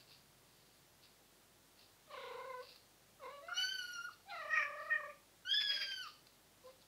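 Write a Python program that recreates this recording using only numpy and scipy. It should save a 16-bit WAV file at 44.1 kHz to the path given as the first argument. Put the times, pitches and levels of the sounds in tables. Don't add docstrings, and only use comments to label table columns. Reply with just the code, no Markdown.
import sys
import numpy as np
from scipy import signal
from scipy.fft import rfft, irfft, next_fast_len
from scipy.io import wavfile
from scipy.ndimage import map_coordinates

SR = 44100
rng = np.random.default_rng(int(sys.argv[2]) if len(sys.argv) > 2 else 0)


def inscribe(sig):
    pcm = np.round(np.clip(np.atleast_2d(sig).T, -1, 1) * 32767)
    wavfile.write(sys.argv[1], SR, pcm.astype(np.int16))


N = 302967
TIME = np.arange(N) / SR

# frequency in Hz, relative level in dB.
HISS_SPECTRUM = [(15, -49), (25, -30), (53, -16), (69, -23), (86, 0.5), (129, -0.5), (260, -3.5),
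                 (359, -1.5), (457, -4), (614, -4), (1240, -8), (2060, -9.5), (2420, -11.5), (3260, -9.5),
                 (15500, -16)]
RUMBLE_SPECTRUM = [(80, -20), (130, 3), (160, -1), (230, -44)]
# frequency in Hz, level in dB.
MAINS_PARTIALS = [(48.4, -84.5), (96.9, -93)]

# start in seconds, length in seconds, level in dB.
PAW_SHUFFLES = [(-.02, 0.06, -68), (0.079, 0.092, -63), (0.384, 0.43, -77), (1.023, 0.05, -63.5),
                (1.767, 0.1, -66), (2.601, 0.16, -62), (4.102, 0.045, -68), (4.772, 0.12, -69.5),
                (6.05, 0.051, -58), (6.62, 0.11, -72), (6.798, 0.033, -67.5)]
# start in seconds, relative level in dB.
GRANULE_CLICKS = [(2.76, -44.5), (3.472, -51), (6.2695, -48)]
# frequency in Hz, relative level in dB.
LITTER_SPECTRUM = [(500, -16), (1400, -9.5), (2250, -14.5), (2700, 1), (3100, -10), (3900, -0.5),
                   (4600, 3.5), (5100, -3), (6200, -26), (14000, -20)]

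# time in seconds, pitch in Hz.
CALL_TUNE = [(2.075, 619.7), (2.12, 579.4), (2.2, 515.3), (2.38, 501), (2.48, 532), (2.54, 506),
             (2.605, 499.5), (2.638, 607)]
RISE_TUNE = [(3.195, 647.5), (3.23, 538.4), (3.268, 491), (3.326, 573.3), (3.43, 565.4)]
SQUEAK_TUNE = [(3.39, 603), (3.45, 668), (3.59, 779), (3.676, 705)]
LEAD_IN_TUNE = [(4.258, 741), (4.301, 825), (4.331, 792)]
GREETING_TUNE = [(4.285, 812.3), (4.333, 684), (4.449, 604.0), (4.549, 632), (4.659, 575), (4.905, 624.3),
                 (5.077, 574.7), (5.103, 604), (5.135, 580)]
MURMUR_TUNE = [(5.661, 526), (5.76, 618), (5.87, 580)]
CHIRP_TUNE = [(6.636, 507.3), (6.735, 523)]
# fundamental, second harmonic and overtones in dB,
# swell of the lowest two and of the overtones in dB/s, release in seconds, roll depth from 0 to 1,
# roll length in seconds, roll rate in Hz, throb in dB, relative level of the husk in dB.
TRILL_VOICES = [(-58, -59, -58, 9.5, -6.5, 0.034, 0.96, 0.41, 29, -1.5, -8),
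                (-55.5, -57, -57.5, -1, -46, 0.041, 0.75, 0.13, 41, 1, -7),
                (-57.5, -70, -67, -27, 41, 0.046, 0.17, 0.072, 41.6, 1, -10),
                (-54, -85, -56, 26, -5, 0.0077, 0.13, .1, 29.3, 17, -4),
                (-55.5, -50.5, -52, -2.5, -5.5, 0.046, 0.62, 2, 31, 0.5, -12),
                (-65, -72, -90, -13, 35, 0.015, 0.83, 0.26, 42, -1, -30),
                (-53.5, -65.5, -71, -70, -110, 0.028, 0.06, .1, 31, -6, 12)]
# time in seconds, opening from 0 to 1.
CAT_MOUTH = [(4.37, 0.19), (4.48, 0.53), (5.15, 0.77), (5.5, 0.1)]
# start, end, opening time and closing time in seconds,
# then the boost to overtones, second harmonic and treble in dB.
JAW_DROPS = [(4.479, 4.676, 0.053, 0.099, 20, 9.5, -0.5), (4.891, 5.002, 0.02, 0.06, 20.5, -1, -12)]
# frequency in Hz, relative dB.
CAT_CLOSED_THROAT = [(500, -14), (830, 17.5), (1400, 8.5), (1750, -17), (2150, 5.5), (2450, -17), (2900, 2),
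                     (3150, -30), (3850, 7), (4500, -6), (5800, -37)]
CAT_OPEN_THROAT = [(1500, 28), (1900, 21), (2500, 0.5), (3100, -17.5), (3800, -57), (4600, -45),
                   (5600, -11), (6600, -59)]
CAT_RASP_SPECTRUM = [(500, -52), (1200, -7), (1800, -1.5), (2350, 12.5), (3100, -20), (4500, -40),
                     (5600, -11.5), (6800, -41)]
CAT_HUSK_SPECTRUM = [(900, -24), (2700, -2), (3850, 2), (4800, -25), (7000, -46)]

# time in seconds, pitch in Hz.
MEW_TUNE = [(3.483, 1450), (3.491, 1382), (3.559, 1414), (3.587, 1481), (3.733, 1543), (3.829, 1450),
            (3.945, 1444), (3.985, 1377), (4.063, 1438), (4.079, 1464), (4.098, 1140)]
CRY_TUNE = [(5.449, 1470), (5.459, 1441), (5.515, 1627), (5.581, 1733), (5.653, 1670), (5.903, 1584),
            (6.021, 1488), (6.055, 1269), (6.077, 1198)]
# start of opening, opening time and start of the fade in seconds,
# fundamental, second harmonic and overtones in dB, overtone fade in dB/s, treble in dB, quaver time and
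# half length in seconds, quaver depth as a share of pitch, relative air in dB, fraying in radians.
MEW_VOICES = [(3.531, 0.039, 3.503, -46.5, -39, -40, 41, 0, 3.5, 0.04, 0.069, -14, 0.012),
              (5.445, 0.067, 5.535, -48.5, -35, -43, 26, -2.5, 5.525, 0.035, 0.021, -18, 0.0095)]
# frequency in Hz, relative level in dB.
KITTEN_THROAT = [(3700, -4), (4500, 5.5), (5200, 15), (6000, -4), (6800, -10.5), (7600, -26), (8800, -31.5),
                 (10200, -14), (11200, -17.5), (12100, -14), (13300, -36)]
KITTEN_RASP_SPECTRUM = [(500, -20), (1200, -11.5), (1800, 3), (2500, 3.5), (3600, -8.5), (4800, 5.5),
                        (5600, -4), (7000, -49), (9000, -37), (10500, -23), (12300, -23), (15000, -29)]

# frequency in Hz, share of the treble boost from 0 to 1.
CAT_TREBLE = [(3500, 0), (5000, 1)]
KITTEN_TREBLE = [(6500, 0.24), (9000, 0.76)]
# centre in seconds, half length in seconds, relative level in dB.
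CAT_HUSKS = [(2.22, 0.069, -61), (4.305, 0.007, -57)]
CAT_RASPS = [(4.572, 0.012, -35.5), (4.627, 0.0099, -39), (5.103, 0.0063, -57)]
KITTEN_RASPS = [(3.61, 0.02, -58.5), (5.617, 0.011, -44), (5.725, 0.021, -45), (5.772, 0.011, -49),
                (5.824, 0.013, -42.5), (5.917, 0.0067, -48.5), (6.06, 0.018, -65.5)]
# frequency in Hz, seconds to die away by 60 dB.
WALL_DECAY = [(300, 0.49), (1500, 0.27), (5000, 0.5), (12000, 0.028)]

TRILL_SOFT_DB = (11, 9, 27)
MEW_SHUT_DB = (-1, 26.5, 29.5)
MEW_FADE_DB_PER_S = (2.5, 40)
ROLL_SWING, ROLL_JITTER, CALM_JITTER = 0.051, 0.026, 0.0057
MEW_WAVER, MEW_JITTER = 0.0048, 0.0034


def amp(db):
    return 10 ** (np.asarray(db) / 20)


def unit(x):
    return x / np.sqrt(np.mean(x ** 2) + 1e-20)


def ramp(x):
    return np.clip(x, 0, 1)


def along(points, hz):
    f, v = np.transpose(points)
    return np.interp(np.log(hz + 1), np.log(f + 1), v)


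def curve(points, t):
    return np.interp(t, *np.transpose(points))


def span(tune):
    return TIME[(TIME > tune[0][0]) & (TIME < tune[-1][0])]


def wobble(t, rate):
    return map_coordinates(rng.standard_normal(4096), [(t - t[0]) * rate], mode="wrap")


def filtered(x, response):
    size = next_fast_len(N + SR // 2)
    return irfft(rfft(x, size) * response(np.fft.rfftfreq(size, 1 / SR)), size)[:N]


def coloured(x, spectrum):
    return unit(filtered(x, lambda hz: amp(along(spectrum, hz))))


def noise(spectrum):
    return coloured(rng.standard_normal(N), spectrum)


def room_tone(hiss_db=-67.5, rumble_db=-76, rumble_s=0.89):
    hum = sum(amp(db) * np.sqrt(2) * np.sin(2 * np.pi * (hz * TIME + rng.random()))
              for hz, db in MAINS_PARTIALS)
    hiss = amp(hiss_db) * noise(HISS_SPECTRUM)
    rumble = amp(rumble_db) * np.exp(-(TIME / rumble_s) ** 2) * noise(RUMBLE_SPECTRUM)
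    return hum + hiss + rumble


def litter(grains_per_s=1200, click_t60=0.024, click_db=-7):
    grains = (rng.random(N) < grains_per_s / SR) * rng.standard_normal(N)
    push = sum(amp(db) * np.exp(-(2 * (TIME - start) / length - 1) ** 4)
               for start, length, db in PAW_SHUFFLES)
    clicks = sum(amp(db + click_db - 60 * np.abs(TIME - start) / click_t60) * (TIME >= start)
                 for start, db in GRANULE_CLICKS)
    return push * coloured(grains, LITTER_SPECTRUM) + clicks * noise(LITTER_SPECTRUM)


def voice_harmonics(t, pitch, levels_db, throat, count, room_waver_db, fraying, edge_s=0.004):
    first_db, second_db, over_db = levels_db
    k = np.arange(1, count + 1)[:, None]
    resonance = amp(throat(k[2:] * pitch))
    overtones = amp(over_db) * resonance / np.linalg.norm(resonance, axis=0)
    gains = np.vstack([amp(first_db), amp(second_db), overtones])
    gains *= [unit(amp(room_waver_db * wobble(t, 75.28))) for _ in k]
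    phase = 2 * np.pi * (k * np.cumsum(pitch) / SR + rng.random((count, 1)))
    phase += fraying * k ** 2 * [wobble(t, 900) for _ in k]
    gate = ramp(np.minimum(t - t[0], t[-1] - t) / edge_s)
    return np.sqrt(2) * gate * np.sum(gains * np.sin(phase), axis=0)


def turbulence(t, vibration, spectrum):
    return np.abs(np.interp(TIME, t, vibration, 0, 0)) * noise(spectrum)


def trill(tune, first_db, second_db, over_db, swell_db_per_s, over_swell_db_per_s, release_s,
          roll_depth, roll_s, roll_hz, throb_db, husk_db, attack_s=0.046, jaw_calming=0.67):
    t = span(tune)
    age = t - t[0]
    effort = ramp(np.minimum(age / attack_s, (t[-1] - t) / release_s))
    jaw, flare_over_db, flare_second_db, treble_db = jaw_drops(t)
    held_db = [first_db + swell_db_per_s * age,
               second_db + swell_db_per_s * age + flare_second_db,
               over_db + over_swell_db_per_s * age + flare_over_db]
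    levels_db = held_db - np.outer(TRILL_SOFT_DB, 1 - effort)
    depth = roll_depth * effort * (1 - jaw_calming * jaw) / (1 + (age / roll_s) ** 10)
    roll_phase = np.pi * np.cumsum(roll_hz * (1 + 0.1224 * wobble(t, 16))) / SR
    roll = depth * unit(np.abs(np.sin(roll_phase)) - 2 / np.pi)
    jitter = (CALM_JITTER + ROLL_JITTER * depth ** 2) * wobble(t, 300)
    pitch = curve(tune, t) * (1 + ROLL_SWING * roll + jitter)
    mouth = curve(CAT_MOUTH, t)

    def throat(hz):
        shape_db = (1 - mouth) * along(CAT_CLOSED_THROAT, hz) + mouth * along(CAT_OPEN_THROAT, hz)
        return shape_db + treble_db * along(CAT_TREBLE, hz)

    voice = voice_harmonics(t, pitch, levels_db, throat, count=12, room_waver_db=2.5, fraying=0.011)
    voice *= amp(throb_db * roll)
    hoarse = voice * depth * (1 - mouth)
    return np.interp(TIME, t, voice, 0, 0) + amp(husk_db) * turbulence(t, hoarse, CAT_CLOSED_THROAT)


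def rasps(moments, spectrum, gain_db):
    swell = sum(amp(db) * np.exp(-0.5 * ((TIME - centre) / width) ** 2) for centre, width, db in moments)
    return amp(gain_db) * swell * noise(spectrum)


def cat():
    tunes = [CALL_TUNE, RISE_TUNE, SQUEAK_TUNE, LEAD_IN_TUNE, GREETING_TUNE, MURMUR_TUNE, CHIRP_TUNE]
    trills = sum(trill(tune, *row) for tune, row in zip(tunes, TRILL_VOICES))
    breaks = rasps(CAT_RASPS, CAT_RASP_SPECTRUM, gain_db=-0.5)
    husks = rasps(CAT_HUSKS, CAT_HUSK_SPECTRUM, gain_db=1)
    return trills + breaks + husks


def mew(tune, opens_s, opening_s, fades_s, first_db, second_db, over_db, over_fade_db_per_s, treble_db,
        quaver_at_s, quaver_s, quaver_depth, air_db, fraying, release_s=0.033, sheen_db_per_s=28):
    t = span(tune)
    mouth = ramp(np.minimum((t - opens_s) / opening_s, (t[-1] - t) / release_s))
    fading_s = np.maximum(t - fades_s, 0)
    muffle_db = np.outer(MEW_SHUT_DB, 1 - mouth)
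    fade_db = np.outer([*MEW_FADE_DB_PER_S, over_fade_db_per_s], fading_s)
    levels_db = np.c_[[first_db, second_db, over_db]] - muffle_db - fade_db
    quaver = quaver_depth * np.exp(-((t - quaver_at_s) / quaver_s) ** 2)
    drift = MEW_WAVER * wobble(t, 70)
    pitch = curve(tune, t) * (1 + drift + (MEW_JITTER + quaver) * wobble(t, 600))
    sheen_db = treble_db + sheen_db_per_s * fading_s

    def throat(hz):
        return along(KITTEN_THROAT, hz) + sheen_db * along(KITTEN_TREBLE, hz)

    voice = voice_harmonics(t, pitch, levels_db, throat, count=8, room_waver_db=4, fraying=fraying)
    air = turbulence(t, amp(levels_db[2]), KITTEN_RASP_SPECTRUM)
    return np.interp(TIME, t, voice, 0, 0) + amp(air_db) * air


def kitten():
    mews = sum(mew(tune, *row) for tune, row in zip([MEW_TUNE, CRY_TUNE], MEW_VOICES))
    return mews + rasps(KITTEN_RASPS, KITTEN_RASP_SPECTRUM, gain_db=0.5)


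def jaw_drops(t):
    drops = np.array([ramp(np.minimum((t - start) / opening, (end - t) / closing))
                      for start, end, opening, closing, *_ in JAW_DROPS])
    boosts_db = np.array(JAW_DROPS)[:, -3:].T @ drops
    return drops.sum(axis=0), *boosts_db


def walls(x, wet_db, gap_s=0.00093):
    hz, t, spectra = signal.stft(rng.standard_normal(SR // 2), SR, nperseg=256)
    decay = amp(-60 * t / along(WALL_DECAY, hz)[:, None])
    _, tail = signal.istft(spectra * decay, SR, nperseg=256)
    tail *= np.arange(len(tail)) > gap_s * SR
    echo = signal.fftconvolve(x, tail / np.linalg.norm(tail))[:N]
    return (x + amp(wet_db) * echo) / np.hypot(1, amp(wet_db))


def scene():
    sources = cat() + kitten() + litter()
    return (walls(sources, wet_db=-7) + room_tone())[None]


def record(dry, top_hz=15720):
    return np.array([filtered(channel, lambda hz: hz < top_hz) for channel in dry])


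dry = scene()
out = record(dry)
inscribe(out)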